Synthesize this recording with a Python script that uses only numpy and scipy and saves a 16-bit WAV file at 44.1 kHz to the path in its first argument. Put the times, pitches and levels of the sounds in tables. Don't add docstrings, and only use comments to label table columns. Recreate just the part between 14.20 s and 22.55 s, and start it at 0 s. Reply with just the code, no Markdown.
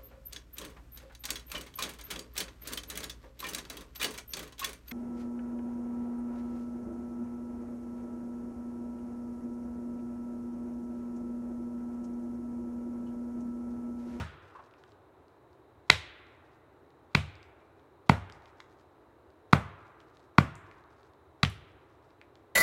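import sys
import numpy as np
from scipy import signal
from scipy.fft import rfft, irfft
from scipy.io import wavfile

SR = 44100
rng = np.random.default_rng(int(sys.argv[2]) if len(sys.argv) > 2 else 0)


def inscribe(sig):
    pcm = np.round(np.clip(np.atleast_2d(sig).T, -1, 1) * 32767)
    wavfile.write(sys.argv[1], SR, pcm.astype(np.int16))


N = 368235
TAIL = 65536
CUTOFF_HZ = 15900

# t/s, slant (0-1), crack level/dB, notch pitch f/Hz, swing level/dB, trunk ring level/dB,
# bark level/dB, falling chips level/dB
BLOWS = [(-.035, 0.47, 15.5, 1370, -12.5, -4, 0.5, -75), (1.6994, 1, 19.5, 2050, -17.5, -7, -5, -82),
         (2.9496, 0.67, 14.5, 2270, -12, -2, -3.5, -85), (3.8955, 0.14, 16, 867, -7.5, -2, -2.5, -76),
         (5.3313, .05, 18.5, 1240, -7, -3.5, 0.5, -78), (6.1837, 0.1, 16.5, 1130, -6, -5, -2.5, -78),
         (7.2314, 0.84, 11, 1250, -10, -3, 0, -81)]


def from_db(db):
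    return 10 ** (np.asarray(db) / 20)


def rms_one(x):
    return x / np.sqrt(np.mean(x ** 2) + 1e-20)


def at_hz(points, hz):
    known, *columns = np.transpose(points)
    return [np.interp(np.log(hz), np.log(known), column) for column in columns]


def add(out, s, sound):
    start = round(s * SR)
    part = sound[max(-start, 0):len(out) - start]
    first = max(start, 0)
    out[first:first + len(part)] += part


def lowpass(x, hz):
    return signal.sosfilt(signal.butter(2, hz, fs=SR, output="sos"), x)


def band(x, low_hz, high_hz):
    sos = signal.butter(2, [low_hz, high_hz], "band", fs=SR, output="sos")
    return signal.sosfilt(sos, x + 1e-18)


def resonate(x, hz, width):
    r = np.exp(-np.pi * width / SR)
    zeros = np.array([1, 0, -1]) * (1 - r * r) / 2
    poles = [1, -2 * r * np.cos(2 * np.pi * hz / SR), r * r]
    return signal.lfilter(zeros, poles, x + 1e-18)


def fade(t60):
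    return np.exp(-np.log(1000) * np.arange(TAIL) / SR / t60)


def coloured(x, points):
    hz = np.maximum(np.abs(np.fft.fftfreq(2 * TAIL, 1 / SR)), 1)
    level_db, = at_hz(points, hz)
    response = np.exp(signal.hilbert(np.log(from_db(level_db))).conj())
    return irfft(rfft(x, 2 * TAIL) * response[:TAIL + 1])[:TAIL]


def fracture(length_s, size=2048, count=12):
    gate = np.exp(-(np.arange(size) / SR / length_s) ** 4)
    burst = rng.standard_normal(size) * gate
    for _ in range(count):
        phase = np.angle(rfft(burst))
        burst = irfft(np.exp(1j * phase)) * gate
    return np.pad(burst / np.linalg.norm(burst), (0, TAIL - size))


def grains(per_s, spread_db):
    chance = rng.random(TAIL)
    sign = rng.choice([-1, 1], TAIL)
    size = np.minimum(rng.exponential(1, TAIL), 3)
    return (chance < per_s / SR) * sign * from_db(spread_db * size)


def bark(t60=.06, per_s=6000, spread_db=4):
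    # f/Hz, level/dB
    bark_colour = [(300, 4), (1200, 11.5), (2500, 2.5), (4500, 0), (6500, -10), (9000, -15), (15000, -25)]
    crumbs = grains(per_s, spread_db) * fade(t60)
    return coloured(crumbs / np.linalg.norm(crumbs), bark_colour)


def by_slant(square, slicing, slant):
    return np.interp(slant, [0, 1], [square, slicing])


def crack_colour(crack_db, slant, notch_hz, notch_db, notch_octaves=.18):
    # f/Hz, level of a square blow/dB, level of a slicing blow/dB
    crack_levels = [(500, 3.5, -6), (800, 2, -7), (1396.6, 2, -2), (2139, -3, -1.5), (3910, -12, 3),
                    (5100, -20, -8.5), (7958, -29.5, -21.5), (15900, -41.5, -41)]
    hz = np.geomspace(300, CUTOFF_HZ, 120)
    square, slicing = at_hz(crack_levels, hz)
    off_pitch = np.log2(hz / notch_hz) / notch_octaves
    hump = notch_db / (1 + off_pitch ** 2)
    return np.column_stack([hz, crack_db + square + slant * (slicing - square) + hump])


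def crack(bite_s, colour, uneven_db=1.5):
    # f/Hz, width/Hz, level/dB
    notch_modes = [(403, 110, 3.5), (720, 120, 3.5), (940, 180, 2.5), (1154, 270, -2), (1440, 220, 3),
                   (2000, 280, 3), (2376, 240, -1), (2647, 78, 1), (3190, 170, -3.5), (3400, 220, -6),
                   (3950, 340, 5), (4470, 300, 0.5), (5030, 350, -1.5), (5940, 1500, -12.5),
                   (6500, 170, -0.5), (7000, 500, -2), (8200, 430, -2.5), (10800, 3000, -8),
                   (13900, 4600, -12)]
    burst = fracture(bite_s, count=6)
    ring = np.zeros(TAIL)
    for hz, width, db in notch_modes:
        mode_db = db + uneven_db * rng.standard_normal()
        ring += from_db(mode_db) * resonate(burst, hz, width)
    return coloured(ring, colour)


def thump(swing_db, ring_db, shove_s, start_hz=205, end_hz=90, glide_s=.008, swell_s=0.0039, echo_hz=500):
    # f/Hz, level/dB, t60/s
    bending_modes = [(77.2, -21, 0.27), (100.2, -22, 0.22), (116.06, -25, 0.24), (146.1, -26, 0.23),
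                     (205, -18, 0.12), (238.5, -18, 0.069)]
    # delay t/s, level/dB
    near_trees = [(0.011, -16.5), (0.0204, -13), (0.052, -25.5)]
    t = np.arange(TAIL) / SR
    hz = end_hz + (start_hz - end_hz) * np.exp(-t / glide_s)
    swell = (t / swell_s * np.exp(1 - t / swell_s)) ** 2
    swing = from_db(swing_db) * np.sin(2 * np.pi * np.cumsum(hz) / SR) * swell
    modes = sum(from_db(ring_db + db) * fade(t60) * np.sin(2 * np.pi * f * t) for f, db, t60 in bending_modes)
    build_up = 1 - fade(.05)
    shove = np.sin(np.pi * np.minimum(t / shove_s, 1)) ** 2
    direct = signal.fftconvolve(swing + build_up * modes, shove / shove.sum())[:TAIL]
    out, dull = direct.copy(), lowpass(direct, echo_hz)
    for delay_s, db in near_trees:
        add(out, delay_s, from_db(db) * dull)
    return out


def over_ground(x, delay_s=.00082, bounce_db=-11.5, top_hz=3600):
    out, gain = x.copy(), from_db(bounce_db)
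    add(out, delay_s, gain * lowpass(x, top_hz))
    return out / np.hypot(1, gain)


def forest():
    # f/Hz, early level/dB, early t60/s, late level/dB, late t60/s
    scatter = [(59.94, -13, 1, -38, .7), (197, -16.5, 0.34, -32, 0.46), (475, -5, 0.16, -20.5, 1.5),
               (1220, -12, .35, -19, 2.2), (2329.4, -9.5, 0.18, -19.5, 1.2), (4500, -17.5, 0.23, -21, 0.53),
               (8000, -8, 0.3, -9.5, 0.27), (15000, -7.5, 0.22, -19, 0.28)]
    edges = np.geomspace(45, 20000, 19)
    near = rng.standard_normal((2, TAIL))
    far = rng.standard_normal((2, TAIL))
    out = np.zeros(TAIL)
    for k, (low, high) in enumerate(zip(edges, edges[1:])):
        early_db, early_t60, late_db, late_t60 = at_hz(scatter, np.sqrt(low * high))
        early = near[k % 2] * fade(early_t60)
        late = far[k % 2] * fade(late_t60)
        early *= from_db(early_db) / np.linalg.norm(early)
        late *= from_db(late_db) / np.linalg.norm(late)
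        out += band(early + late, low, high)
    return out * (1 - fade(0.017))


def chopping(lowest_hz=48, ring_share_db=-8, spread_share_db=1, return_db=-1.28):
    out = np.zeros(N)
    for s, slant, crack_db, notch_hz, swing_db, ring_db, bark_db, _ in BLOWS:
        bite_s = by_slant(.0024, .0044, slant)
        shove_s = by_slant(0.00048, .0056, slant)
        lead_s = by_slant(0.0031, 0.001289, slant)
        colour = crack_colour(crack_db, slant, notch_hz, notch_db=8)
        spread_colour = crack_colour(crack_db, slant, notch_hz, notch_db=4.5)

        cut, trunk = from_db(bark_db) * bark(), np.zeros(TAIL)
        add(cut, lead_s, crack(bite_s, colour))
        add(trunk, lead_s, thump(swing_db, ring_db, shove_s))
        add(out, s - lead_s, over_ground(cut) + trunk)

        around = from_db(ring_share_db) * cut + trunk
        spread = band(coloured(fracture(bite_s), spread_colour), 350, 15000)
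        add(around, lead_s + 0.0092, from_db(spread_share_db) * spread)
        add(out, s - lead_s, from_db(return_db) * signal.fftconvolve(around, forest()))
    return signal.sosfilt(signal.butter(2, lowest_hz, "high", fs=SR, output="sos"), out)


def air(rush_db=-61):
    # f/Hz, level/dB
    rush_colour = [(15, -64), (25, -20), (43, -22.5), (74, -2.5), (134, -6), (190, -18.5), (384, -5.5),
                   (489, -10), (575, -10), (911, -11.5), (1130, -13.5), (2280, -28.5), (3820, -38.5),
                   (5140, -43.5), (16000, -47)]
    # f/Hz, width/Hz, rms level/dB
    humps = [(82, 25, -86), (355, 140, -66), (3850, 500, -86.5)]
    hz = np.maximum(np.fft.rfftfreq(N, 1 / SR), 1)
    level_db, = at_hz(rush_colour, hz)
    noise = irfft(rfft(rng.standard_normal(N)) * from_db(level_db), N)
    rush = from_db(rush_db) * rms_one(noise)
    for f, width, db in humps:
        hump = band(rng.standard_normal(N), f - width / 2, f + width / 2)
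        rush += from_db(db) * rms_one(hump)
    return rush


def rustles(count=6, flight_s=0.19, fall_s=0.51, clump_s=.07, brace_lead_s=0.041, brace_s=.04, brace_db=-76):
    rows = []
    for s, *_, chips_db in BLOWS:
        rows.append((s - brace_lead_s, brace_s, brace_db))
        landings = s + flight_s + fall_s * (np.arange(count) + rng.random(count)) / count
        rows += [(landing, clump_s, chips_db) for landing in landings]
    return rows


def litter(per_s=900, spread_db=5):
    out, t = np.zeros(N), np.arange(TAIL) / SR
    for s, length_s, db in rustles():
        crackle = rms_one(band(grains(per_s, spread_db), 1400, 5500))
        swell = np.sin(np.pi * np.minimum(t / length_s, 1))
        add(out, s, from_db(db) * crackle * swell)
    return out


def twigs(every_s=0.4, peak_db=-58.5, centre_hz=3900, spread_octaves=.2):
    rows = []
    for start in np.arange(0, N / SR, every_s)[:-1]:
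        hz = centre_hz * 2 ** (spread_octaves * rng.uniform(-1, 1))
        rows.append((start + every_s * rng.random(), peak_db, hz))
    return rows


def ticks(snap_s=.002, upper_db=-9, body_hz=1400, body_width=800, body_db=-4, edge_db=-20, reach_hz=2300):
    # t/s, peak level/dB, f/Hz
    knocks = [(.439, -59, 4500), (0.538, -50, 2600), (0.637, -46.5, 1535), (0.72, -53, 3900),
              (3.154, -47, 4400), (3.229, -49, 4400), (4.098, -38.5, 1583), (4.123, -42.5, 4900),
              (4.257, -48, 3290), (4.402, -35.5, 1030), (4.4031, -40, 3850), (5.803, -49, 3370),
              (5.97, -49, 3984), (6.354, -45.5, 7300), (6.513, -41.5, 2300), (6.831, -54.5, 4265),
              (7.2492, -18, 2963), (7.299, -43.5, 9800), (8.014, -38, 2420), (8.155, -46, 3710)]
    out = np.zeros(N)
    for s, db, hz in knocks + twigs():
        snap = fracture(snap_s, count=2)
        width = hz / 4
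        ring = resonate(snap, hz, width) - from_db(upper_db) * resonate(snap, 2 * hz, width)
        body = from_db(body_db) * resonate(snap, body_hz, body_width)
        edge = from_db(edge_db) * snap
        tick = band(ring - body + edge, 700, hz + reach_hz)
        add(out, s, from_db(db) * tick / np.abs(tick).max())
    return out


def squeaks(slips_per_s=440, rise_per_s=7, jitter=0.24, width_hz=330, upper_db=-18):
    # t/s, length/s, level/dB, f/Hz
    rubs = [(0.348, .034, -48, 1051), (0.384, .036, -50.5, 957.7)]
    out, t = np.zeros(N), np.arange(TAIL) / SR
    for s, length_s, db, hz in rubs:
        uneven = jitter * np.repeat(rng.standard_normal(TAIL // 128), 128)
        rate = slips_per_s * (1 + rise_per_s * np.minimum(t, length_s) + uneven)
        turns = np.cumsum(rate) / SR
        slips = np.diff(np.floor(turns), prepend=0)
        lower = band(resonate(slips, hz, width_hz), 600, 1600)
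        upper = band(resonate(slips, 2 * hz, 480), 580, 4700)
        swell = np.sin(np.pi * np.sqrt(np.minimum(t / length_s, 1)))
        add(out, s, from_db(db) * rms_one(lower + from_db(upper_db) * upper) * swell)
    return out


def scene():
    small = litter() + ticks() + squeaks()
    small_echo = from_db(4.5) * signal.fftconvolve(small, forest())[:N]
    return (chopping() + air() + small + small_echo)[None]


def record(dry):
    clipped = np.clip(dry, -1, 1)
    return signal.sosfilt(signal.ellip(10, .1, 80, CUTOFF_HZ, fs=SR, output="sos"), clipped)


dry = scene()
out = record(dry)
inscribe(out)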